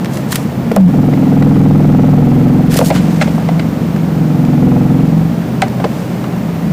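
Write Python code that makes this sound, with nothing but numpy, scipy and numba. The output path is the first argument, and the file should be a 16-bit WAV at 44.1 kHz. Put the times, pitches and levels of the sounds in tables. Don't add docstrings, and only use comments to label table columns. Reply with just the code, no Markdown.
import sys
import numpy as np
from scipy import signal
from scipy.fft import rfft, irfft, next_fast_len
from scipy.io import wavfile
from scipy.ndimage import uniform_filter1d, minimum_filter1d
from numba import njit

SR = 44100
rng = np.random.default_rng(int(sys.argv[2]) if len(sys.argv) > 2 else 0)


def wav_record(signal):
    frames = np.transpose(np.atleast_2d(signal))
    bounded = np.clip(frames, -1, 1)
    quanta = np.round(bounded * 32767).astype(np.int16)
    wavfile.write(sys.argv[1], SR, quanta)


N = 296352
TIME = np.arange(N) / SR

# time_s, firing_rate_hz
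IDLE_SPEED = [(0.0, 27.58), (0.5, 27.89), (0.88, 21.26), (1.4, 20.81), (2.0, 21.07), (2.9, 22.29),
              (3.25, 23.37), (3.75, 23.43), (4.2, 22.21), (4.65, 21.45), (5.05, 22.35), (5.35, 24.03),
              (5.65, 25.45), (6.15, 25.65), (6.72, 23.1)]
STATE_RATES = [21.0, 21.6, 23.2, 25.0]
# order, lugging_db, labouring_db, free_db, racing_db
FIRING_ORDERS = [(1, -22, -42, -59, -70), (2, -38, -32.5, -30, -31), (3, -22, -15.5, -17.5, -10),
                 (4, -61, -42, -23.5, -14), (5, -11.5, -8.5, -16, 5), (6, -8.5, 1.5, -15.5, -6),
                 (7, 1, 3.5, -2, 2), (8, -18.5, -3.5, -7.5, -12), (9, 0, -1, -9, -17),
                 (10, -4.5, -14.5, -12.5, -13.5), (11, -9.5, -0.5, -20, -49), (12, -3.5, -1.5, -18.5, -8),
                 (13, -3.5, -13.5, -16.5, -35), (14, -12.5, -8.5, -17, -60), (15, -9.5, -25, -32.5, -26),
                 (16, -12.5, -10.5, -38, -7), (17, -21, -11, -42, -19)]
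# frequency_hz, bandwidth_hz, gain_db
TRIM_MODES = [(350, 97, 5.5), (479.6, 41, 11.5), (596, 45, 1.5), (759, 174, 3), (1310, 263, -8.5),
              (1730, 850, -19)]
# start_s, length_s, level_db, start_pitch_hz
BODY_GROANS = [(0.609, 0.16, -19, 251.3), (.76, 0.128, 0, 203.4)]
# start_s, peak_db, body_hz, clack_relative_db, contact_s
PLASTIC_KNOCKS = [(.715, -0.5, 410, -21, 0.0024), (.763, 10.5, 563, -43, 0.0029),
                  (1.135, -15, 900, 5, 0.0028), (1.423, -12, 910, 9, 0.0033), (2.76, 3, 486, -24, 0.0011),
                  (2.791, 12.5, 480, -37, .002), (2.812, 7, 590, -40, 0.0039),
                  (2.902, 4, 544, -10.5, 0.0048), (2.91, 4, 600, -19, 0.0025),
                  (3.213, 10.5, 544, -0.5, 0.0037), (3.275, -10.5, 517, -11, 0.0063),
                  (3.379, -12, 740, -27, 0.0024), (3.487, -5.5, 674, -12.5, 0.0027),
                  (3.594, -8.5, 600, 3, 0.0041), (5.619, 8, 696, -2, 0.0045),
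                  (5.799, -9.5, 730, -12, 0.0059), (5.841, -3, 542, -15, 0.0052),
                  (6.24, -16, 940, -1, .004)]
# frequency_hz, bandwidth_hz, gain_db
PLASTIC_MODES = [(765, 43, 9), (1340, 490, 1.5), (1995, 100, 5), (2190, 200, -37), (3600, 280, -28),
                 (3960, 270, -24.5), (7560, 1100, -17)]
# peak_s, decay_s, level_db, squeak_relative_db
FINGER_RUBS = [(.155, 0.071, -36, 0.5), (0.334, .05, -31, 6), (2.731, 0.039, -25, -1.5),
               (2.777, 0.021, -23.5, 7), (2.864, 0.025, -35.5, 17.5), (2.96, 0.028, -23, -13),
               (3.15, 0.46, -36, -5.5), (3.218, 0.012, -17, -14), (5.98, 0.23, -42.5, 5)]
# peak_s, level_db, squeak_relative_db
FINGER_TICKS = [(.047, -24.5, 0), (0.058, -19.5, -16), (0.172, -27, -1.5), (.322, -26, 1), (.327, -13, -19),
                (.357, -6, 4), (.718, -29.5, 8), (.763, -27, 15.5), (2.741, -24, 7), (2.79, -3, -1),
                (2.817, -23, 3), (3.963, -28, -4), (4.451, -30, 1), (5.62, -2, -7), (5.682, -28, 3)]
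# frequency_hz, relative_density_db
SKIN_SPECTRUM = [(400, -44), (1000, 8.5), (1800, 11), (4500, 2), (8000, -3.5), (15000, -36.5)]
# frequency_hz, relative_density_db
SQUEAK_SPECTRUM = [(2000, -0.5), (5000, 3.5), (8000, 3.5), (15000, -1)]
# frequency_hz, relative_density_db
WASH_SPECTRUM = [(30, -35), (80, -15.5), (130, -4.5), (175, 0), (260, -5), (370, -15), (620, -17),
                 (1300, -28), (2300, -33.5), (3600, -40), (6500, -45), (10500, -50.5), (13500, -46),
                 (15200, -45.5)]


def cabin_throb(cycle, firing_hz, waver_db=1.5):
    _, *spectra_db = np.transpose(FIRING_ORDERS)
    states = np.array([minimum_phase(db) for db in spectra_db])
    harmonics = 0
    for order, log_gains in enumerate(states.T, 1):
        log_gain = np.interp(firing_hz, STATE_RATES, log_gains)
        partial = np.exp(log_gain + 2j * np.pi * order * (cycle + .03)).real
        harmonics = harmonics + partial * undb(waver_db * wander(7))
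    panel_mode, air_mode = (274, 30, -2), (177, 7, -2)  # frequency_hz, bandwidth_hz, gain_db
    return harmonics + resonate(harmonics, [panel_mode, air_mode])


def trim_buzz(cycle, bounce_cycles=.15, bounce_db=-6, rise_cycles=.08, decay_cycles=.27):
    slap, rebound = (np.diff(np.floor(c), prepend=np.floor(c[0])) for c in (cycle, cycle - bounce_cycles))
    contacts = (slap + undb(bounce_db) * rebound) * undb(.35 * wander(40))
    age = (cycle + rise_cycles) % 1
    chatter = rng.standard_normal(N) * np.minimum(age / rise_cycles, 1) * np.exp(-age / decay_cycles)
    force = at_level(contacts, 0) + at_level(chatter, -8)
    modes = (resonate(resonate(force, [(hz, width, db)]), [(hz, width, 0)])
             for hz, width, db in TRIM_MODES)
    return at_level(sum(modes), 0)


def lugging_gains(firing_hz, lug_hz=21.24, effort_hz_per_s=5.5):
    above_lug_hz = np.maximum(firing_hz - lug_hz, 0)
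    acceleration = uniform_filter1d(np.gradient(firing_hz) * SR, size=8820)
    effort = np.tanh(acceleration / effort_hz_per_s)
    throb_db = np.maximum(-7 - 4 * above_lug_hz + 5 * effort, -23)
    buzz_db = -18.5 - 9.5 * above_lug_hz + 7.5 * effort
    return throb_db, buzz_db


def body_groans(sag_hz_per_s=252, attack_s=.019, release_s=.013):
    out = 0
    for start_s, length_s, db, hz in BODY_GROANS:
        age = np.clip(TIME - start_s, 0, length_s)
        envelope = np.clip(np.minimum(age / attack_s, (length_s - age) / release_s), 0, 1)
        turns = hz * age - sag_hz_per_s * age ** 2 / 2
        out = out + np.sqrt(2) * undb(db) * envelope * np.sin(2 * np.pi * turns)
    return out


def plastic_knocks(body_width_hz=240, cutoff_hz=5500, tail_db=-28, tail_s=.027, size=4096):
    out, age = np.zeros(N + size), np.arange(size) / SR
    for start_s, peak_db, body_hz, clack_db, contact_s in PLASTIC_KNOCKS:
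        contact = np.sqrt(age / contact_s) * np.exp(-age / contact_s)
        tail = undb(tail_db) * np.exp(-age / tail_s)
        force = rng.standard_normal(size) * (contact + tail)
        body = resonate(force, [(body_hz, body_width_hz, 0)])
        body = resonate(body, [(body_hz, body_hz, 0)])
        clack = low_pass(resonate(force, PLASTIC_MODES), cutoff_hz)
        knock = at_level(body, 0) + at_level(clack, clack_db)
        start = int(start_s * SR)
        out[start:start + size] += undb(peak_db) * knock / np.abs(knock).max()
    return out[:N]


def finger_friction(rub_rise_share=.62, tick_rise_s=.00056, tick_decay_s=.0026, grain_db=2.2):
    touches = [(s, db, rub_rise_share * decay, decay, squeak) for s, decay, db, squeak in FINGER_RUBS]
    touches += [(s, db, tick_rise_s, tick_decay_s, squeak) for s, db, squeak in FINGER_TICKS]
    sliding, squeaking = np.zeros((2, N))
    for peak_s, db, rise_s, decay_s, squeak_db in touches:
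        span = slice(max(int((peak_s - 3 * rise_s) * SR), 0), int((peak_s + 7 * decay_s) * SR))
        age = TIME[span] - peak_s
        envelope = undb(db) * np.exp(np.where(age < 0, -(age / rise_s) ** 2, -age / decay_s))
        sliding[span] += envelope
        squeaking[span] += envelope * undb(squeak_db)
    swish = sliding * noise(SKIN_SPECTRUM) * undb(grain_db * wander(300))
    squeak = squeaking * noise(SQUEAK_SPECTRUM) * undb(grain_db * wander(300))
    return swish + squeak


def bay_and_blower(cycle, wash_db=-16.5, pulse_depth=.051, flutter_db=.46, hum_hz=225, hum_db=-27):
    wash = noise(WASH_SPECTRUM) * undb(wash_db)
    rumble = low_pass(wash, 1500, order=1)
    swell = (1 + pulse_depth * np.cos(2 * np.pi * cycle)) * undb(flutter_db * wander(25))
    pitch_hz = hum_hz * (1 + .0058 * wander(5))
    hum = np.sin(2 * np.pi * np.cumsum(pitch_hz) / SR) * undb(2 * wander(2))
    return wash + rumble * (swell - 1) + at_level(hum, hum_db)


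def undb(db):
    return 10 ** (np.asarray(db) / 20)


def at_level(x, db):
    return x * undb(db) / np.sqrt(np.mean(x ** 2))


def wander(rate_hz):
    knots = rng.standard_normal(1024)
    return 1.47 * np.interp(TIME * rate_hz, np.arange(len(knots)), knots)


def noise(spectrum):
    hz, db = np.transpose(spectrum)
    size = next_fast_len(N)
    bins_hz = np.maximum(np.fft.rfftfreq(size, 1 / SR), 1)
    gain = undb(np.interp(np.log(bins_hz), np.log(hz), db))
    return at_level(irfft(rfft(rng.standard_normal(size)) * gain, size)[:N], 0)


def resonate(x, modes):
    return sum(undb(db) * signal.lfilter(*signal.iirpeak(hz, hz / width, fs=SR), x)
               for hz, width, db in modes)


def low_pass(x, hz, order=2):
    return signal.sosfilt(signal.butter(order, hz, fs=SR, output="sos"), x)


def minimum_phase(db):
    size = len(db)
    gain = undb(np.interp(np.arange(2 * size), np.arange(1, size + 1), db))
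    gain /= np.sqrt(np.sum(undb(db) ** 2) / 2)
    cepstrum = irfft(np.log(gain))
    cepstrum[1:len(gain) - 1] *= 2
    cepstrum[len(gain):] = 0
    return rfft(cepstrum)[1:size + 1]


@njit
def peak_follower(x, release):
    out, held = np.empty(len(x)), 0.
    for i in range(len(x)):
        held = max(abs(x[i]), held * release)
        out[i] = held
    return out


def scene():
    firing_hz = np.interp(TIME, *np.transpose(IDLE_SPEED))
    throb_db, buzz_db = lugging_gains(firing_hz)
    cycle = np.cumsum(firing_hz) / SR - .45
    cycle += .001 * wander(22)
    throb = cabin_throb(cycle, firing_hz) * undb(throb_db + .5 * wander(24))
    buzz = trim_buzz(cycle) * undb(buzz_db)
    return (throb + buzz + bay_and_blower(cycle) + body_groans() + plastic_knocks() + finger_friction())[None]


def record(dry, ceiling=.87, release_s=.0056, window=70, cutoff_hz=15400):
    peaks = peak_follower(dry[0], np.exp(-1 / (release_s * SR)))
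    needed_gain = ceiling / np.maximum(peaks, ceiling)
    gain = uniform_filter1d(minimum_filter1d(needed_gain, window), window)
    return signal.sosfilt(signal.ellip(10, .2, 80, cutoff_hz, fs=SR, output="sos"), dry * gain)


dry = scene()
out = record(dry)
wav_record(out)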